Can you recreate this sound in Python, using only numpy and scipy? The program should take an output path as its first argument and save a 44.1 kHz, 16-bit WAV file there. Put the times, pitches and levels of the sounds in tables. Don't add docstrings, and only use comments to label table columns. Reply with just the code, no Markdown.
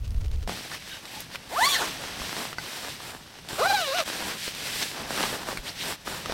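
import sys
import numpy as np
from scipy import signal
from scipy.fft import rfft, irfft
from scipy.io import wavfile
from scipy.ndimage import uniform_filter1d

SR = 44100
rng = np.random.default_rng(int(sys.argv[2]) if len(sys.argv) > 2 else 0)


def to_wav(sig):
    pcm = np.clip(np.atleast_2d(sig), -1, 1) * 32767
    pcm = np.round(pcm).astype(np.int16)
    wavfile.write(sys.argv[1], SR, pcm.T)


N = 279153
T = np.arange(N) / SR
INSIDE_S = .4745


def undb(db):
    return 10 ** (np.asarray(db) / 20)


def unit(x):
    return x / np.sqrt(np.mean(x ** 2))


def curves(table):
    s, *columns = np.transpose(table)
    gate = uniform_filter1d(1. * ((T > s[0]) & (T < s[-1])), size=64)
    return gate, [np.interp(T, s, c) for c in columns]


def colour(x, points):
    hz, db = np.transpose(points)
    f = np.maximum(np.fft.rfftfreq(8192, 1 / SR), 1)
    gain_db = np.interp(np.log(f), np.log(hz), db, left=-60, right=-60)
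    cepstrum = irfft(gain_db * np.log(10) / 20)
    cepstrum[1:4096] *= 2
    cepstrum[4097:] = 0
    return unit(signal.fftconvolve(x, irfft(np.exp(rfft(cepstrum))))[:N])


def ring(x, hz, width):
    return signal.lfilter(*signal.iirpeak(hz, hz / width, SR), x)


def walk(rate):
    k = int(SR / rate)
    return 1.18 * uniform_filter1d(np.repeat(rng.standard_normal(N // k + 1), k), k)[:N]


def grains(per_s, spread_db, mix_db):
    size = undb(spread_db * np.minimum(rng.exponential(size=N), 3))
    slip = (rng.random(N) < per_s / SR) * rng.uniform(-1.01, 1, N) * size
    return rng.standard_normal(N) + undb(mix_db) * unit(slip)


def hits(table, crack, t60=None):
    out, t = np.zeros(N + SR), np.arange(SR // 2) / SR
    push = 1.77 * np.exp(-(t / 0.00006 - 2) ** 2)
    for s, db, hz, *own_t60 in table:
        fade = undb(-60 * t / (own_t60[0] if own_t60 else t60))
        burst = 3.35 * ring(rng.standard_normal(len(t)), hz, 0.8 * hz)
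        hit = fade * (np.sin(2 * np.pi * hz * t) + crack * burst) + crack * push
        out[int(s * SR):][:len(t)] -= undb(db) * hit / np.abs(hit).max()
    return out[:N]


# f/Hz, level/dB
RUMBLE_COLOUR = [(20, -10), (40, -6), (70, -4), (110, -3), (190, -2.5), (260, -11.5), (400, -27)]
# t/s, peak level/dB, f/Hz, t60/s
FLOOR_KNOCKS = [(2.209, -33.5, 56.18, 0.13), (5.029, -46, 48.4, 0.2), (5.249, -53, 83.9, 0.2),
                (5.589, -33, 38.1, 0.15)]


def stove_and_floor(stove_db=-54.5):
    since = T - INSIDE_S
    _, _, crumple = strokes()
    bedding = undb(-9.5) * crumple
    last_gust = undb(-35) * np.exp(-np.abs(since) / 0.028)
    strength = (since > 0) * np.sqrt(undb(stove_db) ** 2 + bedding ** 2 + last_gust ** 2)
    roar = colour(rng.standard_normal(N), RUMBLE_COLOUR) * undb(1.7 * walk(15))
    return strength * roar + hits(FLOOR_KNOCKS, crack=0)


# t/s, buffeting level/dB, wall hiss level/dB
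WIND = [(0.0, -27, -55), (0.312, -27, -55.5), (.4745, -32.5, -51)]
# f/Hz, level/dB
WIND_COLOUR = [(15, 4), (40, 0.5), (70, 0.5), (120, -16), (250, -31.5), (500, -46)]
# f/Hz, level/dB
WALL_COLOUR = [(400, 10.5), (1000, -5.5), (3000, -1.5), (5500, -4), (7000, -9), (16000, -23)]
# t/s, peak level/dB, f/Hz
SLEET = [(0.0538, -35, 2820), (0.0634, -37, 2580), (0.0784, -40, 5390), (0.1067, -35, 4770),
         (0.145, -35, 2700), (0.2174, -41, 2400), (0.282, -35, 2900), (0.315, -32, 3760),
         (0.3401, -39, 2710), (0.3736, -45, 2390)]


def wind_and_sleet():
    gate, (gust_db, hiss_db) = curves(WIND)
    gusts = colour(rng.standard_normal(N), WIND_COLOUR) * undb(gust_db + 1.3 * walk(20.3))
    hiss = colour(grains(400, 3.5, -0.58), WALL_COLOUR) * undb(hiss_db + 4.7 * walk(63.4))
    return gate * (gusts + hiss) + hits(SLEET, crack=0.71, t60=0.0088)


def tent_echoes(near, decay_s=0.011):
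    t = np.arange(SR // 10) / SR
    tail = rng.standard_normal(len(t)) * np.exp(-t / decay_s)
    return undb(-31.5) * signal.fftconvolve(near, tail)[:N]


# start t/s, end t/s, start f/Hz, end f/Hz, width/Hz, level/dB
SQUEAKS = [(0.701, 0.766, 791, 2627, 500, -40.5), (.885, 0.992, 3730, 3710, 200, -47),
           (.89, 0.99, 3070, 2880, 254, -46), (0.886, .99, 1610, 1515, 250, -46),
           (1.12, 1.214, 848, 885, 121, -45), (4.294, 4.343, 1490, 1915, 500, -37),
           (5.649, 5.712, 1514, 5490, 1180, -36.5), (5.782, 5.847, 2800, 3840, 1500, -35)]


def squeaks():
    out = np.zeros(N)
    for start, end, from_hz, to_hz, width, db in SQUEAKS:
        i, n = int(start * SR), int((end - start) * SR)
        slow = uniform_filter1d(rng.standard_normal((2, SR // 4)), int(SR / width))[:, :n]
        phase = 2 * np.pi * np.cumsum(np.linspace(from_hz, to_hz, n)) / SR
        band = unit(slow[0] * np.cos(phase) + slow[1] * np.sin(phase))
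        out[i:i + n] += undb(db) * np.hanning(n) ** .5 * band
    return out


# t/s, peak level/dB
TAB_CLICKS = [(2.5843, -15)]
# f/Hz, relative level/dB, t60/s
TAB_MODES = [(990, -1, .02), (1525, 5.5, 0.023), (2020, 1, 0.022), (2520, -5, .015), (4540, -3, .022),
             (5470, -5, .01)]


def zipper_tab():
    t, out = np.arange(SR // 10) / SR, np.zeros(N)
    for s, peak_db in TAB_CLICKS:
        click = sum(undb(db + 2.0 * rng.standard_normal() - 60 * t / t60) * np.sin(2 * np.pi * hz * t)
                    for hz, db, t60 in TAB_MODES)
        out[int(s * SR):][:len(t)] -= undb(peak_db) * click / np.abs(click).max()
    return out


# t/s, peak level/dB, f/Hz
SNAPS = [(0.4763, -17, 722), (0.4952, -15.5, 760), (0.7167, -20.5, 1680), (0.7477, -25, 1850),
         (0.8237, -29.5, 2147), (1.0547, -22.5, 2876), (1.2045, -23, 11700), (1.3499, -22, 1520),
         (1.3551, -28, 940), (1.3571, -16.5, 2520), (1.8191, -17, 1400), (2.2182, -18.5, 1120),
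         (2.5297, -19, 1350), (3.0031, -29, 1030), (3.4881, -24.5, 4300), (3.5064, -25, 960),
         (3.5315, -18, 405), (4.2241, -19.5, 970), (4.4792, -16, 490), (4.5492, -23.5, 3606),
         (4.8274, -16, 3596), (5.229, -13, 2940), (5.2365, -16, 970), (5.2553, -23, 1203),
         (5.3285, -20, 486), (5.4705, -28, 1740), (5.5288, -19.5, 537), (5.5732, -15.5, 2200),
         (6.073, -19, 1290), (6.259, -15.5, 1258), (6.2977, -14.5, 565), (6.3226, -12.5, 890)]


def snaps():
    return hits(SNAPS, crack=0.73, t60=0.011)


def scrape():
    return sum(gate * (hz / 1000) ** 0.91 for gate, (hz, _) in map(curves, (PULL_1, PULL_2)))


# fastest t/s, rise/s, fall/s, swish level/dB, sheen re swish/dB, crumple re swish/dB
STROKES = [(.49, 0.05, 0.099, -38.5, -6, -0.5), (.55, 0.056, 0.31, -40, -6.5, -5),
           (.74, 0.047, .07, -40, -6.5, -5.5), (.92, 0.16, 0.14, -43.5, -7.5, -9),
           (1.19, 0.18, 0.091, -41.5, -6, -7), (1.351, 0.057, 0.018, -43, -10, -12),
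           (1.88, 0.11, 0.18, -37, -8, -4.5), (2.09, 0.16, 0.23, -38.5, -7.5, -1.5),
           (2.23, 0.079, 0.15, -37.5, -7.5, -6), (2.42, 0.22, 0.15, -37.5, -6, -4),
           (2.63, 0.074, 0.094, -40.5, -7, -3.5), (2.73, 0.097, 0.16, -39, -6, -6.5),
           (2.9, 0.15, 0.12, -40, -6.5, -5), (3.09, .13, 0.053, -40.5, -5, -2.5),
           (3.15, 0.052, 0.12, -52.5, -2.5, 3.5), (3.5, 0.02, 0.45, -39.5, -4, -1.5),
           (4.0, 0.046, 0.031, -30.5, -10, -9), (4.09, 0.056, 0.14, -35, -5.5, -6),
           (4.29, 0.23, 0.11, -35.5, -6, -2), (4.46, 0.12, 0.077, -32.5, -5.5, -11),
           (4.66, 0.21, 0.12, -35.5, -6.5, -6.5), (4.8, 0.21, 0.18, -32.5, -5, -9),
           (4.828, 0.016, 0.02, -30, -11.5, -13), (5.0, 0.097, 0.14, -38, -7.5, 2.5),
           (5.23, 0.19, 0.19, -31, -5.5, -2), (5.5, 0.19, 0.15, -39, -6, 1),
           (5.68, 0.063, 0.07, -38, -6, -4), (5.82, .1, 0.098, -37, -8, -11.5),
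           (5.91, 0.11, 0.058, -36, -3.5, -2), (6.079, 0.036, 0.23, -37.5, -4.5, 0),
           (6.3, 0.1, .1, -38, -9.5, 3)]
RESTING_DB, SCRAPE_DB = (-50, -7.5, -3), (-34.5, -3.5, -9.5)


def strokes(flank_power=1.146):
    def powers(swish_db, sheen_db, crumple_db):
        return undb([[swish_db], [swish_db + sheen_db], [swish_db + crumple_db]]) ** 2

    power = powers(*RESTING_DB) + powers(*SCRAPE_DB) * scrape() ** 2
    for s, rise, fall, *db in STROKES:
        away = np.clip(np.where(T < s, (s - T) / rise, (T - s) / fall), 0, 1)
        power += powers(*db) * np.abs(np.cos(np.pi / 2 * away)) ** (2 * flank_power)
    return np.sqrt(power) * (T > INSIDE_S)


# f/Hz, level/dB
SWISH = [(1200, -9), (1800, 0.5), (2600, 2.5), (3800, 2), (5200, -0.5), (6500, -1), (8000, -16)]
SHEEN = [(5500, -22), (6800, -0.5), (8200, -3), (10000, -8), (12500, -8), (14800, -15), (16000, -14)]
CRUMPLE = [(150, -5.5), (260, 4), (420, 2), (800, 3), (1200, 0.5), (1700, -0.5), (2500, -15)]


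def cloth():
    fibres, folds = grains(2000, 1.3, -7.5), grains(200, 5.8, -3.5)
    drag = walk(30)
    swish = colour(fibres + 0.34 * folds, SWISH) * undb(0.81 * drag + 0.53 * walk(90))
    sheen = colour(fibres, SHEEN) * undb(1.2 * drag + 0.622 * walk(90))
    crumple = colour(folds, CRUMPLE) * undb(2.0 * drag + 1.02 * walk(40))
    top_hiss = unit(ring(rng.standard_normal(N), hz=12500, width=4400))
    slider_hiss = undb(SCRAPE_DB[0] - 11.5) * scrape() * top_hiss
    return np.sum(strokes() * [swish, sheen, crumple], axis=0) + slider_hiss


# t/s, tooth rate f/Hz, drive level/dB
PULL_1 = [(1.49, 140, -59), (1.524, 267, -49.5), (1.58, 640, -31.5), (1.62, 930, -26), (1.66, 1130, -24.5),
          (1.7, 1170, -28.5), (1.74, 1124, -28), (1.76, 920, -32), (1.785, 760, -41), (1.805, 490, -38),
          (1.85, 440, -40.5), (1.9, 280, -61)]
PULL_2 = [(3.58, 238, -42.5), (3.605, 427, -32), (3.634, 657, -23), (3.664, 760.5, -21),
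          (3.694, 829.5, -25.5), (3.719, 777.7, -25), (3.74, 836.4, -29), (3.8, 724.4, -36),
          (3.86, 569, -39), (3.921, 531.6, -39.5), (3.961, 758, -38), (4.0, 659, -35), (4.039, 470, -58.5)]
# f/Hz, width/Hz, relative level/dB
BAG_1 = [(320, 470, 3.5), (765, 510, 8), (1077, 335, 6), (1740, 390, 3.5), (2230, 400, -4.5),
         (2980, 1100, -4), (4360, 570, -2.5), (5950, 2400, -12.5)]
BAG_2 = [(388, 146, 4.5), (640, 327, 6.5), (864, 314, 4.5), (1130, 310, 3.5), (1600, 260, 2.5),
         (2500, 740, -2), (2910, 300, 1), (3830, 490, -4), (5700, 2400, -12)]


def zipper(pull, bag, second_lag, second_db, ragged, scatter_db=0.92):
    gate, (hz, db) = curves(pull)
    since, length = T - pull[0][0], pull[-1][0] - pull[0][0]
    jitter_teeth = .014 + ragged * np.clip(since / length, 0, 1) ** 4.5
    count = np.cumsum(gate * hz * (1 + .013 * walk(110))) / SR
    teeth = np.arange(1, int(count[-1]) - 1)
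    chance = rng.standard_normal((len(teeth), 4)).T
    force = undb(db) * SR / hz / np.sqrt(2)
    due = np.interp(teeth, count, np.arange(N)).astype(int)
    clicks = np.zeros(N)
    for shift, gain, (jitter, scatter) in ((0, 1, chance[:2]), (second_lag, undb(second_db), chance[2:])):
        at = np.interp(teeth + shift + jitter_teeth[due] * jitter, count, np.arange(N))
        size = gain * force[due] * undb(scatter_db * scatter)
        for k in range(-7, 9):
            lag = k - at % 1
            np.add.at(clicks, at.astype(int) + k, size * np.sinc(lag) * np.cos(np.pi * lag / 16) ** 2)
    tautness = np.tanh((since - 0.14) / 0.044)
    bite_db = np.interp(tautness, [-1, 1], [-17, 2])
    out = np.zeros(N)
    for k, (mode_hz, width, mode_db) in enumerate(bag):
        flutter_db = 3.5 * np.minimum(walk(60), 1)
        bite_share = np.interp(mode_hz, (960, 2800), [0, 1])
        out += (-1) ** k * undb(mode_db + flutter_db + bite_share * bite_db) * ring(clicks, mode_hz, width)
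    return out


def scene():
    near = zipper(PULL_1, BAG_1, second_lag=0.515, second_db=-12.0, ragged=.25)
    near += zipper(PULL_2, BAG_2, second_lag=0.16, second_db=-15.5, ragged=0.037)
    near += snaps() + zipper_tab()
    mono = near + tent_echoes(near) + wind_and_sleet() + cloth() + squeaks() + stove_and_floor()
    return np.array([mono, mono])


def record(dry):
    return signal.sosfilt(signal.ellip(12, .2, 80, 15850, fs=SR, output="sos"), dry)


dry = scene()
out = record(dry)
to_wav(out)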